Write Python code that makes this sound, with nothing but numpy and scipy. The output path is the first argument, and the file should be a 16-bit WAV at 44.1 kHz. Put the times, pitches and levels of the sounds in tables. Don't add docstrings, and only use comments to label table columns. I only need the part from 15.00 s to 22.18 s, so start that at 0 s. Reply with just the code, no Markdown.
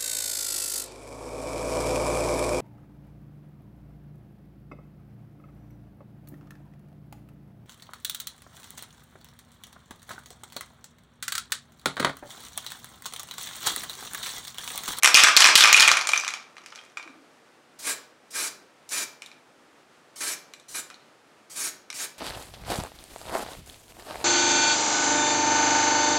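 import sys
import numpy as np
from scipy import signal
from scipy.fft import rfft, irfft
from scipy.io import wavfile
from scipy.ndimage import uniform_filter1d

SR = 44100
rng = np.random.default_rng(int(sys.argv[2]) if len(sys.argv) > 2 else 0)


def unload_wav(signal):
    wavfile.write(
        sys.argv[1],
        SR,
        np.round(np.clip(np.atleast_2d(signal).T, -1, 1) * 32767).astype(np.int16),
    )


N = 316682

# (frequency [Hz], relative density [dB per Hz])
FLOOR_COLOUR = [(15, -47), (25, -19.5), (120, -12), (157, -6), (190, -8), (223, -3), (354, -1.5), (416, -3),
                (451, -1), (754, -4), (1040, -6.5), (1230, -4.5), (3340, -14.5), (8830, -23), (16000, -39)]
# (frequency [Hz], lift [dB])
BASS_FULLNESS = [(25, 0), (60, 1), (110, 6.5), (200, 3.5), (400, 1.5)]
# (frequency [Hz], t60 [s])
ROOM_DECAY = [(200, 0.75), (700, 0.75), (2000, 0.42), (5000, 0.41), (9000, 0.26), (15000, 0.32)]
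# (time [s], pitch [Hz], starting level [dB], t60 [s])
BUBBLES = [(2.056, 331, -40.5, 0.096), (2.093, 262.5, -43.5, 0.18), (2.150, 323, -48, 0.15),
           (2.184, 273, -51, 0.2)]
# (time [s], base level of the taps [dB])
RATTLE_DECAY = [(0.92, -15), (0.936, -21), (1.048, -27), (1.18, -20.5), (1.214, -26), (1.282, -23),
                (1.482, -60), (1.768, -40), (1.92, -55)]
# (time [s], strike level [dB], tilt [dB per octave], # ring of the wall [dB], centre of a
# bright bump in the strike's colour [Hz], height of that bump [dB])
BALL_KNOCKS = [(0.0248, -20, 3, 17, 3100, -2), (0.0334, -2, 1, 5.5, 11600, 13), (0.059, 0, -2, 4, 6300, 9),
               (0.0746, 0, 1.5, -5, 11200, -2), (0.1717, 7.5, 3, 15, 10700, 5),
               (.405, 7.5, 2, -14, 5400, 1), (0.4209, 6, 1, -10, 3020, 7), (.472, 2, -2, 4, 8000, 13),
               (.488, -1.5, -3.5, -9, 10600, 8), (.5894, -4, -8, -10, 3620, 19),
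               (0.674, -3, -0.5, 6, 3600, -7), (0.9153, 1, -2, -12, 5870, 11),
               (0.9702, -7.5, -2.5, 7, 9700, 8), (1.0117, -13.5, -0.5, 2, 4860, 6),
               (1.0716, -12.5, 3.5, 4, 7460, 8), (1.0903, -10, 1, 10, 6100, 4.5),
               (1.1343, -5, -1.5, 13, 10500, 1), (1.176, -10, 2, -5, 6160, 10.5),
               (1.279, -14.5, -0.5, 6, 6500, 9), (1.3378, -19.5, 0, 1.5, 6300, 1.5),
               (1.5678, -33, -2.5, 7, 10450, -3), (1.5814, -32.5, -1.5, -1, 3600, 5),
               (1.6613, -31, 2, -4.5, 4830, 5), (1.725, -32, -6, -8, 3030, 8),
               (1.758, -31.5, 1.5, -2, 6000, 7), (1.7882, -34.5, -3, 2.5, 3220, 28),
               (1.9715, -20, -3.5, 8.5, 7240, 8), (1.9963, -31, -7, 10, 6150, -2),
               (2.0276, -35.5, -2, -4, 4630, 8), (2.0763, -34.5, -6, 9, 8400, 7),
               (3.891, -31, 14, -6, 6010, 5), (4.2203, -26.5, 1, 8.5, 3710, 5),
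               (4.2611, -32.5, 7, 3, 3690, 12.5), (4.3155, -37, 0, 5, 3850, 7.5),
               (5.5367, -31.5, 3, 4.5, 3870, 4), (5.5982, -41.5, 5, -15, 3800, 9),
               (5.9016, -32.5, -1, 3, 3850, 0.5), (5.91, -38, -1.9, 4, 2970, 10),
               (5.943, -36.5, 1.5, -5, 4050, 25), (6.9022, -23, 3, 1.5, 4130, 11.5),
               (6.9279, -29, 1.5, 0, 9100, 6)]
# (time [s], leak time [s], opening time [s], open time [s], leak level [dB],
# jet level [dB], rush of the paint cone [dB], lower hump [Hz], upper hump [Hz],
# delay of the bounce off the sprayed figure [s])
PRESSES = [ (2.786, 0.028, 0.066, 0.11, -44, -32.5, -35, 7320, 9050, 0.0012),
           (3.302, 0.022, 0.033, 0.15, -46.5, -33, -37, 5280, 8900, 0.0018),
           (3.888, 0.011, 0.037, 0.13, -43, -32.5, -35, 7080, 9140, 0.001),
           (5.155, 0.046, 0.0095, 0.13, -44, -34, -38, 7700, 9630, 0.00093),
           (5.68, 0.058, 0.013, 0.056, -45.5, -34.5, -39, 7370, 10500, 0.001),
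           (6.495, 0.049, 0.036, 0.14, -45.5, -33, -39.5, 6550, 9200, .00089),
           (6.937, 0.024, 0.078, 0.084, -39.5, -34, -36.5, 6600, 8950, 0.0011)]
# (frequency [Hz], relative density [dB per Hz])
LEAK_COLOUR = [(100, -9), (1500, -6), (3000, -5.5), (4500, 0.5), (8500, 3), (12000, -7), (16000, -13)]
# (frequency [Hz], relative density [dB per Hz])
JET_COLOUR = [(100, -16), (1500, -9.5), (3200, -18), (3800, -0.5), (4500, 0), (5000, -4), (5600, 3),
              (8000, 3), (11000, 1.5), (12000, -4), (14000, -8), (16000, -11)]
# (frequency [Hz], relative density [dB per Hz])
CONE_COLOUR = [(40, -24), (115, -24), (250, -3), (400, -1.5), (750, -5.5), (1150, -1.5), (1580, 2.5),
               (2000, 0), (2350, 2.5), (2800, -3.5), (5000, -1.5), (16000, -40)]
# (frequency [Hz], relative density [dB per Hz])
STRIKE_COLOUR = [(40, -41), (160, -29.5), (290, -14.5), (480, -11), (800, -3.5), (1200, 6), (1900, 2.5),
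                 (3000, 1), (4800, -2), (5800, 0.5), (8000, -6.5), (10000, -11.5), (13000, -23),
                 (16000, -32)]
# (frequency [Hz], relative level [dB], t60 [s])
CAN_MODES = [(544, -21.5, .3), (892, -15.5, 0.41), (1340, -11.5, 0.1), (1400, -11, 0.1), (1800.5, -8, 0.32),
             (1930, -8.5, 0.084), (2260, -8.5, 0.19), (2447, 5, 0.17), (2330, -3, .17), (2592, -4, 0.041),
             (2468, -12, 0.057), (3436, -11.5, 0.15), (3620, -6, 0.29), (3900, -3.5, 0.23), (5742, -6, .1)]
# (time [s], strike level [dB],
# tilt [dB per octave], ring of the wall [dB], centre of a bright bump in the strike's colour [Hz],
# flight to the first rebound [s], ring on that rebound [dB], flight to the second rebound [s],
# skid length [s], skid level [dB], pitch of the scrape [Hz])
HAND_STROKES = [(0.0451, 3.5, 0.3, -2, 10860, 0.0049, -2, 0.0082, 0.016, -19, 2372),
                (0.1443, 14, 3, -0.5, 4832, 0.0066, 11, 0.0084, .062, -10.5, 2958),
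                (0.2363, 7.5, -0.5, -2, 7530, 0.0066, -3.5, 0.0052, 0.049, -15, 1952),
                (0.366, 14, 3.5, 11.5, 4270, 0.0054, -9, 0.0032, 0.072, -12, 4215),
                (0.443, 8.5, -1.6, 9.5, 5500, 0.0095, -3, .0065, 0.036, -11, 2169),
                (0.5547, 17, 4, -3.5, 3550, 0.0043, -11.5, 0.018, 0.075, -8.5, 3511),
                (0.6385, 8, -0.3, 6.5, 5760, 0.0075, -4, 0.011, .045, -12.5, 2300),
                (.7281, 14.5, 1, 2, 5890, 0.016, 16, 0.021, 0.055, -7.5, 2920),
                (.798, 4.5, 3, -1, 4340, 0.0078, -19.5, 0.016, 0.042, -10, 3007),
                (0.8773, 2, -2, 17.5, 8200, 0.0052, -16, .008, 0.016, -40, 2300)]

FLOOR_DB = -57
REBOUND_DB, DRAG_DB_PER_S, GLANCE_RING_DB = 0.5, 450, -2
SKID_DELAY_S, PULSE_DB, PULSE_S = 0.009, -39, 0.0044
ROLL_S, ROLL_LOSS_DB, ROLL_HZ = 0.041, 28.5, 2800
CUTOFF_HZ = 15850
T = np.arange(N) / SR
BINS = np.fft.rfftfreq(256, 1 / SR)
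FRAMES = np.arange(300)[:, None] * 64 / SR


def amp(db):
    return 10 ** (np.asarray(db) / 20)


def unit(x):
    return x / np.sqrt(np.mean(x ** 2) + 1e-20)


def read(points, hz):
    f, value = np.transpose(points)
    return np.interp(np.log(hz + 1), np.log(f + 1), value)


def hump(hz, centre_hz, width_hz):
    return 1 / (1 + (2 * (hz - centre_hz) / width_hz) ** 2)


def add(mix, s, sound):
    part = mix[max(round(s * SR), 0):][:len(sound)]
    part += sound[:len(part)]


def noise(level_db, size):
    spectrum = rfft(rng.standard_normal(size))
    return unit(irfft(spectrum * amp(level_db(np.fft.rfftfreq(size, 1 / SR))), size))


def waver(rate_hz, size):
    return noise(lambda hz: -20 * np.log10(1 + (hz / rate_hz) ** 2), size)


def evolving(level_db):
    real, imaginary = rng.standard_normal((2, *level_db.shape))
    z = (real + 1j * imaginary) * amp(level_db)
    return unit(signal.istft(z.T, nperseg=256, noverlap=192)[1])


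def causal(level_db):
    log_gain = np.log(amp(np.r_[level_db, level_db[-2:0:-1]]))
    return np.fft.ifft(np.exp(np.conj(signal.hilbert(log_gain)))).real


def ramp(t, start, length):
    return np.sin(np.pi / 2 * np.clip((t - start) / max(length, 1e-3), 0, 1)) ** 2


def background():
    murmur = noise(lambda hz: read(FLOOR_COLOUR, hz) + read(BASS_FULLNESS, hz), N)
    return amp(FLOOR_DB + 0.59 * waver(6, N)) * murmur


def workshop(x, tail_db, bench_db, build_s=0.0051):
    size = SR * 3 // 4
    hz, t, z = signal.stft(rng.standard_normal(size), SR, nperseg=256)
    decay = amp(-60 * t / read(ROOM_DECAY, hz)[:, None])
    tail = signal.istft(z * decay, SR, nperseg=256)[1][:size]
    tail = unit(tail * ramp(np.arange(size) / SR, 0.00076, build_s)) / np.sqrt(size)
    bench = np.zeros(size)
    arrivals = (SR * rng.uniform(0.002, 0.014, size=8)).astype(int)
    bench[arrivals] = rng.choice([-1, 1], size=8) / np.sqrt(8)
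    diffuse = signal.fftconvolve(amp(tail_db) * x, tail)
    reflections = signal.fftconvolve(amp(bench_db) * x, bench)
    return x + (diffuse + reflections)[:N]


def gurgle():
    out, t = np.zeros(N), np.arange(SR // 4) / SR
    for s, hz, db, t60 in BUBBLES:
        add(out, s, amp(db - 60 * t / t60) * ramp(t, 0, 0.009) * np.sin(2 * np.pi * hz * t))
    return out


def settling(over_db=3.5, spread_db=1.5, tilt_db=-0.7, ring_db=2, count=50):
    out, (times, levels) = np.zeros(N), np.transpose(RATTLE_DECAY)
    steps = (np.arange(count) + rng.random(count)) / count
    for s in times[0] + (times[-1] - times[0]) * steps:
        db = np.interp(s, times, levels) + over_db + spread_db * rng.standard_normal()
        add(out, s, stray(db, tilt_db, ring_db))
    return out


def knocking():
    out = np.zeros(N)
    for s, db, tilt_db, ring_db, bright_hz, bright_db in BALL_KNOCKS:
        add(out, s, strike(db, tilt_db, ring_db, bright_hz, bright_db))
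        add(out, s, amp(db - ROLL_LOSS_DB) * skid(ROLL_S, ROLL_HZ))
    return out


def puff(leak_time, opening, open_time, leak_db, jet_db, cone_db, low_hz, high_hz, bounce_s):
    shift = 1 + 0.0094 * waver(5, len(FRAMES))[:, None]
    comb_db = 2.1 * np.cos(2 * np.pi * BINS * bounce_s * shift)
    patches = uniform_filter1d(rng.standard_normal(comb_db.shape), size=18, axis=0)
    flutter_db = 2.4 * unit(uniform_filter1d(patches, size=2, axis=1))
    humps_db = 4 * hump(BINS, low_hz * shift, 800) + 4.9 * hump(BINS, high_hz * shift, 560)
    dull_db = -4 * (1 - ramp(FRAMES, leak_time, 0.061)) * np.clip((BINS - 9000) / 4000, 0, 1)
    jet = amp(jet_db) * evolving(read(JET_COLOUR, BINS) + humps_db + comb_db + flutter_db + dull_db)
    size = len(jet)
    t = np.arange(size) / SR
    leak_hiss = evolving(read(LEAK_COLOUR, BINS) + comb_db + flutter_db)
    leak = amp(leak_db + 0.5 * waver(90, size)) * leak_hiss

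    def cone_level(hz):
        wall_db = 6.8 * hump(hz, 2350, 50.8) + 5 * hump(hz, 2403, 49.7) + 3 * hump(hz, 1640, 141)
        return read(CONE_COLOUR, hz) + wall_db
    cone = amp(cone_db) * noise(cone_level, size)
    sputter = amp(1.1 * waver(40, size) + 0.74 * waver(490, size))
    flow = ramp(t, leak_time, opening) * sputter
    pressed = ramp(t, 0, 0.0081) * (1 - ramp(t, leak_time + open_time - 0.006, 0.03))
    return pressed * (leak + flow * (jet + cone))


def spray():
    out = np.zeros(N)
    for s, *press in PRESSES:
        add(out, s, puff(*press))
    return out


def skid(length, scrape_hz, contacts_per_s=900, scrape_db=8):
    size, hz = SR // 6, np.fft.rfftfreq(1024, 1 / SR)
    t = np.arange(size) / SR
    contacts = (rng.random(size) < contacts_per_s / SR) * rng.exponential(size=size)
    envelope = signal.fftconvolve(contacts, np.exp(-t / 0.0015))[:size]
    chatter = envelope * rng.standard_normal(size)
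    colour = read(STRIKE_COLOUR, hz) + scrape_db * hump(hz, scrape_hz, 1400)
    scrape = signal.fftconvolve(chatter, causal(colour))[:size]
    return unit(scrape) * ramp(t, 0, 0.011) * (1 - ramp(t, length - 0.02, 0.024))


def strike(db, tilt_db, ring_db, bright_hz, bright_db, crack_s=0.0014, shiver_s=0.014, shiver_db=-17,
           modes_db=-28, crest_db=7):
    t, hz = np.arange(SR // 3) / SR, np.fft.rfftfreq(1024, 1 / SR)
    mode_hz, mode_db, mode_t60 = np.transpose(CAN_MODES)[:, :, None]
    wall_hz = np.interp(db, [-10, 10], [2340, 2520])
    spread = np.interp(db, [-10, 15], [0.28, 0.55])
    colour = read(STRIKE_COLOUR, hz) + tilt_db * np.log2(np.clip(hz, 1000, 9000) / 3000)
    colour += (7 + ring_db) * hump(hz, wall_hz, 370)
    colour += bright_db * hump(hz, bright_hz, spread * bright_hz)
    buzz_db = shiver_db + np.interp(db, [-5, 12], [-3, 1])
    shiver = amp(buzz_db) * np.exp(-t / shiver_s)
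    burst = rng.standard_normal(len(t)) * (np.exp(-t / crack_s) + shiver)
    crack = signal.fftconvolve(burst, causal(colour))[:len(t)]
    crack /= np.sqrt(np.mean(crack[:128] ** 2))
    strength, detune = rng.standard_normal((2, len(CAN_MODES), 1))
    phase = rng.random((len(CAN_MODES), 1))
    struck_db = mode_db + 3 * strength
    cycles = mode_hz * (1 + 0.0044 * detune) * t + phase
    tones = amp(struck_db - 60 * t / mode_t60) * np.sin(2 * np.pi * cycles)
    damped_db = np.interp(db, [-30, 0], [3, -1])
    lasting_db = damped_db + 0.55 * ring_db
    return amp(db - crest_db) * (crack + amp(modes_db + lasting_db) * tones.sum(0))


def stray(db, tilt_db, ring_db, tilt_spread_db=1.6, ring_spread_db=3, low_hz=3300, high_hz=10500,
          bright_db=7):
    tilt, ring = rng.standard_normal(2)
    bright_hz = low_hz * (high_hz / low_hz) ** rng.random()
    return strike(db, tilt_db + tilt_spread_db * tilt, ring_db + ring_spread_db * ring, bright_hz, bright_db)


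def shaking(bright_db=13, rebound_bright_db=9):
    out, u = np.zeros(N), np.arange(SR // 10) / SR / PULSE_S
    for (s, db, tilt_db, ring_db, bright_hz, flight, rebound_ring_db, next_flight,
         length, skid_db, scrape_hz) in HAND_STROKES:
        add(out, s, strike(db, tilt_db, ring_db, bright_hz, bright_db))
        add(out, s, amp(db + PULSE_DB) * (1 - u) * np.exp(-u))
        rebound = strike(db + REBOUND_DB, tilt_db, rebound_ring_db, scrape_hz, rebound_bright_db)
        add(out, s + flight, rebound)
        glance = stray(db - DRAG_DB_PER_S * next_flight, tilt_db, GLANCE_RING_DB)
        add(out, s + flight + next_flight, glance)
        add(out, s + SKID_DELAY_S, amp(skid_db) * skid(length, scrape_hz))
    return out


def scene():
    room_db = np.interp(T, [0.85, 1.2], [-9.5, -6])
    can = workshop(shaking() + knocking() + settling() + gurgle(), tail_db=room_db, bench_db=-11.0)
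    puffs = workshop(spray(), tail_db=-7, bench_db=-5.5)
    return (can + puffs + background())[None]


def record(dry, limit_db=-12.0, recover_db_per_s=300, sense_s=0.0037, attack_s=0.0001, slope=0.76,
           low_cut_hz=140):
    def lag(x, seconds):
        r = np.exp(-1 / (seconds * SR))
        return signal.lfilter([1 - r], [1, -r], x)
    level_db = 10 * np.log10(lag(dry[0] ** 2, sense_s) + 1e-12)
    over_db = np.maximum(level_db - limit_db, 0)
    recovery_db = recover_db_per_s * T
    held_db = np.maximum.accumulate(over_db + recovery_db) - recovery_db
    limited = np.tanh(dry[0] * amp(-slope * lag(held_db, attack_s)))
    lean = limited - 0.68 * lag(limited, 1 / (2 * np.pi * low_cut_hz))
    low_pass = signal.firwin(401, CUTOFF_HZ, window=("kaiser", 8), fs=SR)
    return signal.fftconvolve(lean, low_pass, "same")[None]


dry = scene()
out = record(dry)
unload_wav(out)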